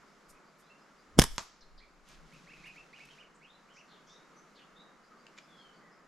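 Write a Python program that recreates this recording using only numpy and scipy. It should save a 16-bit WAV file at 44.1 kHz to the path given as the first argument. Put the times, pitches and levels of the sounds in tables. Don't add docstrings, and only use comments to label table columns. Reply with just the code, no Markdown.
import sys
import numpy as np
from scipy import signal
from scipy.fft import rfft, irfft, next_fast_len
from scipy.io import wavfile
from scipy.ndimage import map_coordinates

SR = 44100
rng = np.random.default_rng(int(sys.argv[2]) if len(sys.argv) > 2 else 0)


def output_pcm(signal):
    pcm = np.clip(np.atleast_2d(signal).T, -1, 1) * 32767
    wavfile.write(sys.argv[1], SR, np.round(pcm).astype(np.int16))


N = 267951
TIME_S = np.arange(N) / SR


def amp(db):
    return 10 ** (np.asarray(db) / 20)


def unit_rms(x):
    return x / np.sqrt(np.mean(x ** 2) + 1e-20)


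def log_interp(points, hz):
    f, values = np.transpose(points)
    return np.interp(np.log(hz + 1), np.log(f + 1), values)


def wobble(rate_hz, size):
    knots = rng.standard_normal(int(size * rate_hz / SR) + 4)
    return map_coordinates(knots, [np.arange(size) * rate_hz / SR])


def filtered(x, response):
    size = next_fast_len(N + SR // 2)
    return irfft(rfft(x, size) * response(np.fft.rfftfreq(size, 1 / SR)), size)[..., :N]


def coloured(x, colour):
    return filtered(x, lambda hz: amp(log_interp(colour, hz)))


def widened(pair, side_db):
    return pair[0] + amp(side_db) * np.array([pair[1], -pair[1]])


def noise(colour, side_db):
    return unit_rms(widened(coloured(rng.standard_normal((2, N)), colour), side_db))


def panned(x, left_db):
    return x * amp([[left_db / 2], [-left_db / 2]])


def add(track, at_s, sound):
    part = track[round(at_s * SR):][:len(sound)]
    part += sound[:len(part)]


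def bursts(rows, colour, side_db):
    power = np.zeros(N)
    for at_s, db, width_s in rows:
        u = np.arange(-int(2 * width_s * SR), int(5 * width_s * SR)) / (width_s * SR)
        shape = np.where(u < 0, np.exp(-(2 * u) ** 2), np.cosh(2 * u) ** -2)
        add(power, at_s + u[0] * width_s, amp(db) ** 2 * shape)
    return np.sqrt(power) * noise(colour, side_db)


# f/Hz, t60/s
GROVE_T60 = [(150, .3), (1000, 0.49), (5000, 0.67), (9000, 0.39), (14000, 0.1087)]
def grove(x, near_db, far_db, near_t60_s):
    hz, t, spectra = signal.stft(rng.standard_normal((2, SR * 3 // 4)), SR, nperseg=256)
    far_decay = amp(-60 * t / log_interp(GROVE_T60, hz)[:, None])
    far = signal.istft(spectra * far_decay, SR, nperseg=256)[1]
    t = np.arange(far.shape[1]) / SR
    scatter = rng.standard_normal(far.shape) * np.abs(rng.standard_normal(len(t)))
    near = scatter * amp(-60 * t / near_t60_s)
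    tail = amp(far_db) * far / np.linalg.norm(far[0]) + amp(near_db) * near / np.linalg.norm(near[0])
    mono = np.atleast_2d(x).mean(0)[None]
    return x + signal.fftconvolve(mono, widened(tail, side_db=-6), axes=1)[:, :N]


# t/s, relative level/dB
WASH_LEVELS = [(0.0, -63), (0.54, -64), (1.3, -64.5), (1.47, -68.5), (1.81, -67), (2.3, -64.5),
               (3.42, -64.5), (3.62, -63.5), (6.08, -62.5)]
# f/Hz, level/dB
WASH_COLOUR = [(59, -50.5), (100, -21), (118, -22), (136, -4.5), (161, 1.5), (212, 1), (241, -1.5),
               (415, -2), (845, -6), (1260, -1), (2200, -12), (2860, -39.5), (4840, -120)]
HISS_COLOUR = [(1200, -18), (2200, 3), (3500, -3.5), (5000, -3), (7300, -5.5), (8300, -14.5),
               (12500, -19.5), (14000, -35)]
def air():
    wash_db = np.interp(TIME_S, *np.transpose(WASH_LEVELS)) + 1.75
    wash = amp(wash_db + 0.698 * wobble(9.1, N)) * noise(WASH_COLOUR, side_db=-9.5)
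    rumble = amp(-88) * noise([(20, 0), (100, -2.5), (400, -59.5), (2000, -120)], side_db=-6.5)
    hiss = amp(-72 + 1.6 * wobble(2.2, N)) * noise(HISS_COLOUR, side_db=-7)
    return wash + rumble + hiss


# t/s, level/dB, width/s
JOLTS = [(.33, -64, .06), (1.13, -69, .1), (1.31, -41.5, 0.076), (1.73, -59.5, 0.25), (2.17, -56.5, 0.19),
         (2.66, -69, 0.31), (3.4, -77, .2), (4.2, -75, .03)]
# f/Hz, level/dB
RUMBLE_COLOUR = [(15, -3), (30, 3.5), (48, -4.5), (70, -24), (100, -30), (200, -44), (1000, -120)]
def handling():
    grip = amp(-80.5) * noise(RUMBLE_COLOUR, side_db=-6)
    unsteadiness = amp(2 * wobble(12, N))
    jolts = bursts(JOLTS, RUMBLE_COLOUR, side_db=-6.5)
    return panned(unsteadiness * (grip + jolts), left_db=1)


def glide(length_s, first_hz, last_hz, db, shake, bend=1):
    u = np.linspace(0, 1, int(length_s * SR))
    slide_hz = last_hz + (first_hz - last_hz) * (1 - u) ** bend
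    hz = slide_hz * (1 + shake * (1 - 0.55 * u) * wobble(900, len(u)))
    swell = np.sqrt(np.abs(np.sin(np.pi * u))) * amp(2.4 * wobble(90, len(u)))
    return amp(db) * unit_rms(swell * np.sin(2 * np.pi * np.cumsum(hz) / SR))


# start/s, end/s
PEEP_BOUTS = [(.06, 1), (5.02, 6.05)]
def peeps(period_s=0.18, length_s=0.063, rise_hz=250):
    track = np.zeros(N)
    for start_s, end_s in PEEP_BOUTS:
        for at_s in np.arange(start_s, end_s, period_s):
            late, sharp, loud = rng.standard_normal(3)
            hz = 4800 * (1 + 0.03 * sharp)
            note = glide(length_s, hz, hz + rise_hz, db=-75 + 1.5 * loud, shake=0.055)
            add(track, abs(at_s + 0.015 * late), note)
    return track


# t/s, level/dB, width/s
BRUSHES = [(.303, -60.5, 0.018), (.603, -70.5, 0.024), (1.325, -61, 0.048), (1.362, -54, .002),
           (1.42, -65, 0.047), (2.089, -63, .004), (2.338, -66, 0.0028), (2.672, -70, 0.014),
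           (3.056, -66.5, .005)]
# f/Hz, level/dB
BRUSH_COLOUR = [(200, -37), (800, -33), (3000, -12.5), (6000, 0), (9000, 0), (12000, -1.5), (13500, -12),
                (15500, -34)]
def brushes():
    return bursts(BRUSHES, BRUSH_COLOUR, side_db=-9)


# t/s, top f/Hz, relative level/dB
CHIRPS = [(.315, 2580, -72), (1.79, 2343, -65), (2.311, 2680, -62.5), (2.462, 2756, -58.5),
          (2.495, 2617, -58.5), (2.558, 2593, -62.5), (2.628, 2810, -53.5), (2.652, 2600, -55),
          (2.75, 2750, -55.5), (2.924, 2897, -56.5), (2.983, 2690, -56.5), (3.072, 3090, -60.5),
          (3.173, 2930, -57), (3.406, 2746, -60), (3.675, 3135, -66.5), (3.758, 2870, -59.5)]
# delay/s, level/dB
STEM_ECHOES = [(.011, -16), (.023, -11), (.037, -12)]
# f/Hz, level/dB
THROAT = [(600, -30), (1200, -15), (1800, -5), (2400, -3), (2900, -6), (3800, 1), (5000, -7.5), (8000, -29)]
def chirps(length_s=0.072, sweep=0.46, waver=0.034, overtone_db=-14):
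    track = np.zeros(N)
    for at_s, top_hz, db in CHIRPS:
        u = np.linspace(0, 1, int(length_s * np.exp(0.06 * rng.normal()) * SR))
        crest = 0.6 * rng.uniform(0.9, 1.1)
        arch = 1 - sweep * (1 - u / crest) ** 2
        hz = top_hz * arch * (1 + waver * wobble(705, len(u)))
        phase = 2 * np.pi * np.cumsum(hz) / SR
        swell = np.sqrt(np.abs(np.sin(np.pi * u))) * amp(3 * wobble(250, len(u)))
        note = amp(db) * unit_rms(swell * (np.sin(phase) + amp(overtone_db) * np.sin(2 * phase)))
        add(track, at_s, note)
        for delay_s, echo_db in STEM_ECHOES:
            add(track, at_s + delay_s * np.exp(0.2 * rng.normal()), amp(echo_db) * note)
    voice = panned(amp(1) * coloured(track, THROAT), left_db=-3)
    return grove(voice, near_db=-8, far_db=-12, near_t60_s=0.13)


# t/s, length/s, top f/Hz, climb/Hz, relative level/dB
SLURS = [(.6, .13, 4250, 1352, -74), (3.45, 0.12, 4003, 1305, -65.5), (4.068, .11, 3800, 599, -63),
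         (4.754, .09, 3906, 383, -60.5), (5.563, .08, 4380, 649, -73)]
def slurs():
    track = np.zeros(N)
    for at_s, length_s, top_hz, climb_hz, db in SLURS:
        add(track, at_s, glide(length_s, top_hz - climb_hz, top_hz, db, shake=0.036, bend=2.1))
    return track


# t/s, length/s, first f/Hz, last f/Hz, relative level/dB
WHISTLES = [(0.696, 0.035, 2610, 2790, -61.5), (4.36, 0.046, 5980, 6200, -66),
            (5.06, 0.14, 1399, 1100, -64), (5.476, .26, 3550, 2930, -64), (5.82, 0.11, 2050, 1835, -67)]
def whistles():
    track = np.zeros(N)
    for at_s, *note in WHISTLES:
        add(track, at_s, glide(*note, shake=0.027))
    return track


# f/Hz, level/dB
WAKE_COLOUR = [(20, -6), (60, 2), (200, -0.5), (400, -10.5), (800, -21.5), (2000, -45.5), (6000, -120)]
def wake(peak_s=1.186, peak_db=-25.5, swing_s=0.066):
    t = TIME_S - peak_s
    rise_db = 1500 * np.minimum(t, 0)
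    sag_db = -240.5 * np.clip(t, 0, swing_s)
    fall_db = -803 * np.maximum(t - swing_s, 0)
    rush = amp(peak_db + rise_db + sag_db + fall_db) * noise(WAKE_COLOUR, side_db=-9)
    eddies = bursts([(1.235, -55, 0.06)], WAKE_COLOUR, side_db=-8.5)
    return rush + eddies


# t/s, relative level/dB, first f/Hz, t60/s
SHOVES = [(1.189, -1.5, 1150, 0.047), (1.218, -20.5, 899, .03), (1.239, -31, 400, 0.085)]
def shoves(slowing_s=0.00051, attack_s=0.00063):
    track = np.zeros(N)
    t = np.arange(SR // 5) / SR
    for at_s, db, first_hz, t60_s in SHOVES:
        phase = 2 * np.pi * first_hz * slowing_s * np.log1p(t / slowing_s)
        envelope = (1 - np.exp(-t / attack_s)) * amp(db - 60 * t / t60_s)
        add(track, at_s, -envelope * np.sin(phase))
    thump = coloured(track, [(30, 0.5), (60, 0), (100, -8.5), (160, 1.5), (400, 1.5)])
    skew_rad = np.array([[0.2], [-0.2]])
    return filtered(thump, lambda hz: np.exp(1j * skew_rad * np.minimum(hz / 60, 1)))


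# t/s, level/dB, width/s
SLAPS = [(1.1903, -14.5, 0.0018), (1.1957, -9, 0.0012), (1.2193, -19, 0.0025), (1.2238, -23.5, 0.002),
         (1.2402, -25, 0.0027)]
# f/Hz, level/dB
RUBBER_COLOUR = [(400, -17), (700, -8), (1100, -1.5), (1400, -8.5), (1750, -4), (2500, -9.5), (3700, -6),
                 (4400, -9.5), (5300, -3), (6700, -8.5), (10200, -8.5), (12500, -16), (15500, -36.5)]
def slaps(skid_lead_s=0.001, skid_gain_db=-18, skid_width_s=0.0086):
    track = np.zeros((2, N))
    for at_s, db, width_s in SLAPS:
        skid = (at_s - skid_lead_s, db + skid_gain_db, skid_width_s)
        contact = bursts([(at_s, db, width_s), skid], RUBBER_COLOUR, side_db=-10)
        track += grove(contact, near_db=-11.5, far_db=-23.5, near_t60_s=0.16)
    return track


# f/Hz, level/dB
PELLET_COLOUR = [(100, -34), (400, -3), (1100, 3), (1800, -6), (3500, -0.5), (6000, 0), (7700, -3),
                 (8300, -15), (12000, -22.5), (14500, -44), (16000, -60)]
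def pellet(at_s=1.3814, click_db=-14.5, knock_db=-18, knock_hz=1050, knock_t60_s=0.0075):
    size = 2048
    cepstrum = irfft(np.log(amp(log_interp(PELLET_COLOUR, np.fft.rfftfreq(size, 1 / SR)))))
    cepstrum[1:size // 2] *= 2
    cepstrum[size // 2 + 1:] = 0
    click = irfft(np.exp(rfft(cepstrum)))
    t = np.arange(size) / SR
    knock = np.sin(2 * np.pi * knock_hz * t) * amp(knock_db - 60 * t / knock_t60_s)
    track = np.zeros(N)
    add(track, at_s, amp(click_db) * click / np.abs(click).max())
    add(track, at_s + 0.0003, knock)
    return grove(track, near_db=-3.5, far_db=-13.5, near_t60_s=0.13)


# t/s, length/s, first f/Hz, last f/Hz, relative level/dB
RASPS = [(1.606, 0.027, 5200, 3730, -60.5), (1.775, 0.034, 5180, 3710, -60),
         (3.345, 0.02515, 7640, 7310, -70), (3.731, 0.073, 5975, 5380, -65),
         (3.877, 0.097, 4410, 2863, -63.5), (4.066, 0.084, 5800, 5560, -64),
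         (4.548, 0.084, 4400, 2450, -61.5)]
def rasps():
    track = np.zeros(N)
    for at_s, *note in RASPS:
        add(track, at_s, glide(*note, shake=0.141))
    return track


# t/s, sleeve level/dB, rub level/dB, width/s
ARM_MOVES = [(2.117, -58, -70, 0.073), (2.347, -65.5, -62.5, 0.19), (2.629, -65.5, -64.5, 0.34),
             (3.078, -61.5, -66, 0.19)]
# f/Hz, level/dB
SLEEVE_COLOUR = [(90, -30), (200, 1), (700, 10), (2500, 11.5), (6500, 6), (9000, -6), (12300, -11),
                 (13500, -26), (15000, -50)]
RUB_COLOUR = [(90, -40), (130, -6), (160, 3), (220, -9), (400, -14.5), (900, -30), (4000, -120)]
def arm():
    at_s, sleeve_db, rub_db, width_s = np.transpose(ARM_MOVES)
    creases = unit_rms(amp(0.86 * wobble(10, N) + 2.22 * wobble(600, N)))
    sleeve = creases * bursts(zip(at_s, sleeve_db, width_s), SLEEVE_COLOUR, side_db=-9)
    rubs = bursts(zip(at_s, rub_db, width_s), RUB_COLOUR, side_db=-13.5)
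    return sleeve + panned(rubs, left_db=1)


# t/s, level/dB, width/s
TWIGS = [(5.268, -47.5, 0.0015), (5.284, -64, .002), (5.371, -59, 0.0021), (5.379, -54, 0.0045),
         (5.3855, -46.5, 0.002), (5.3885, -44.5, 0.0012), (5.398, -70, 0.012)]
# f/Hz, level/dB
TWIG_COLOUR = [(300, -23), (1200, -7), (2000, 3.5), (3000, 1), (4000, -7), (7300, -9), (8500, -26),
               (12500, -34), (15000, -60)]
def twigs():
    return bursts(TWIGS, TWIG_COLOUR, side_db=-10.5)


def scene():
    hit = pellet()
    near_birds = chirps()
    bands = panned(slaps(), left_db=-0.9) + panned(shoves() + wake(), left_db=-1.5)
    calls = slurs() + rasps() + whistles() + peeps()
    far_birds = amp(-4.5) * grove(calls, near_db=-2.5, far_db=-9, near_t60_s=0.39)
    rustles = grove(twigs() + brushes(), near_db=-8, far_db=-14.5, near_t60_s=0.15)
    return bands + hit + near_birds + far_birds + rustles + handling() + arm() + air()


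def record(dry):
    return filtered(np.clip(dry, -1, 1), lambda hz: hz < 15800)


dry = scene()
out = record(dry)
output_pcm(out)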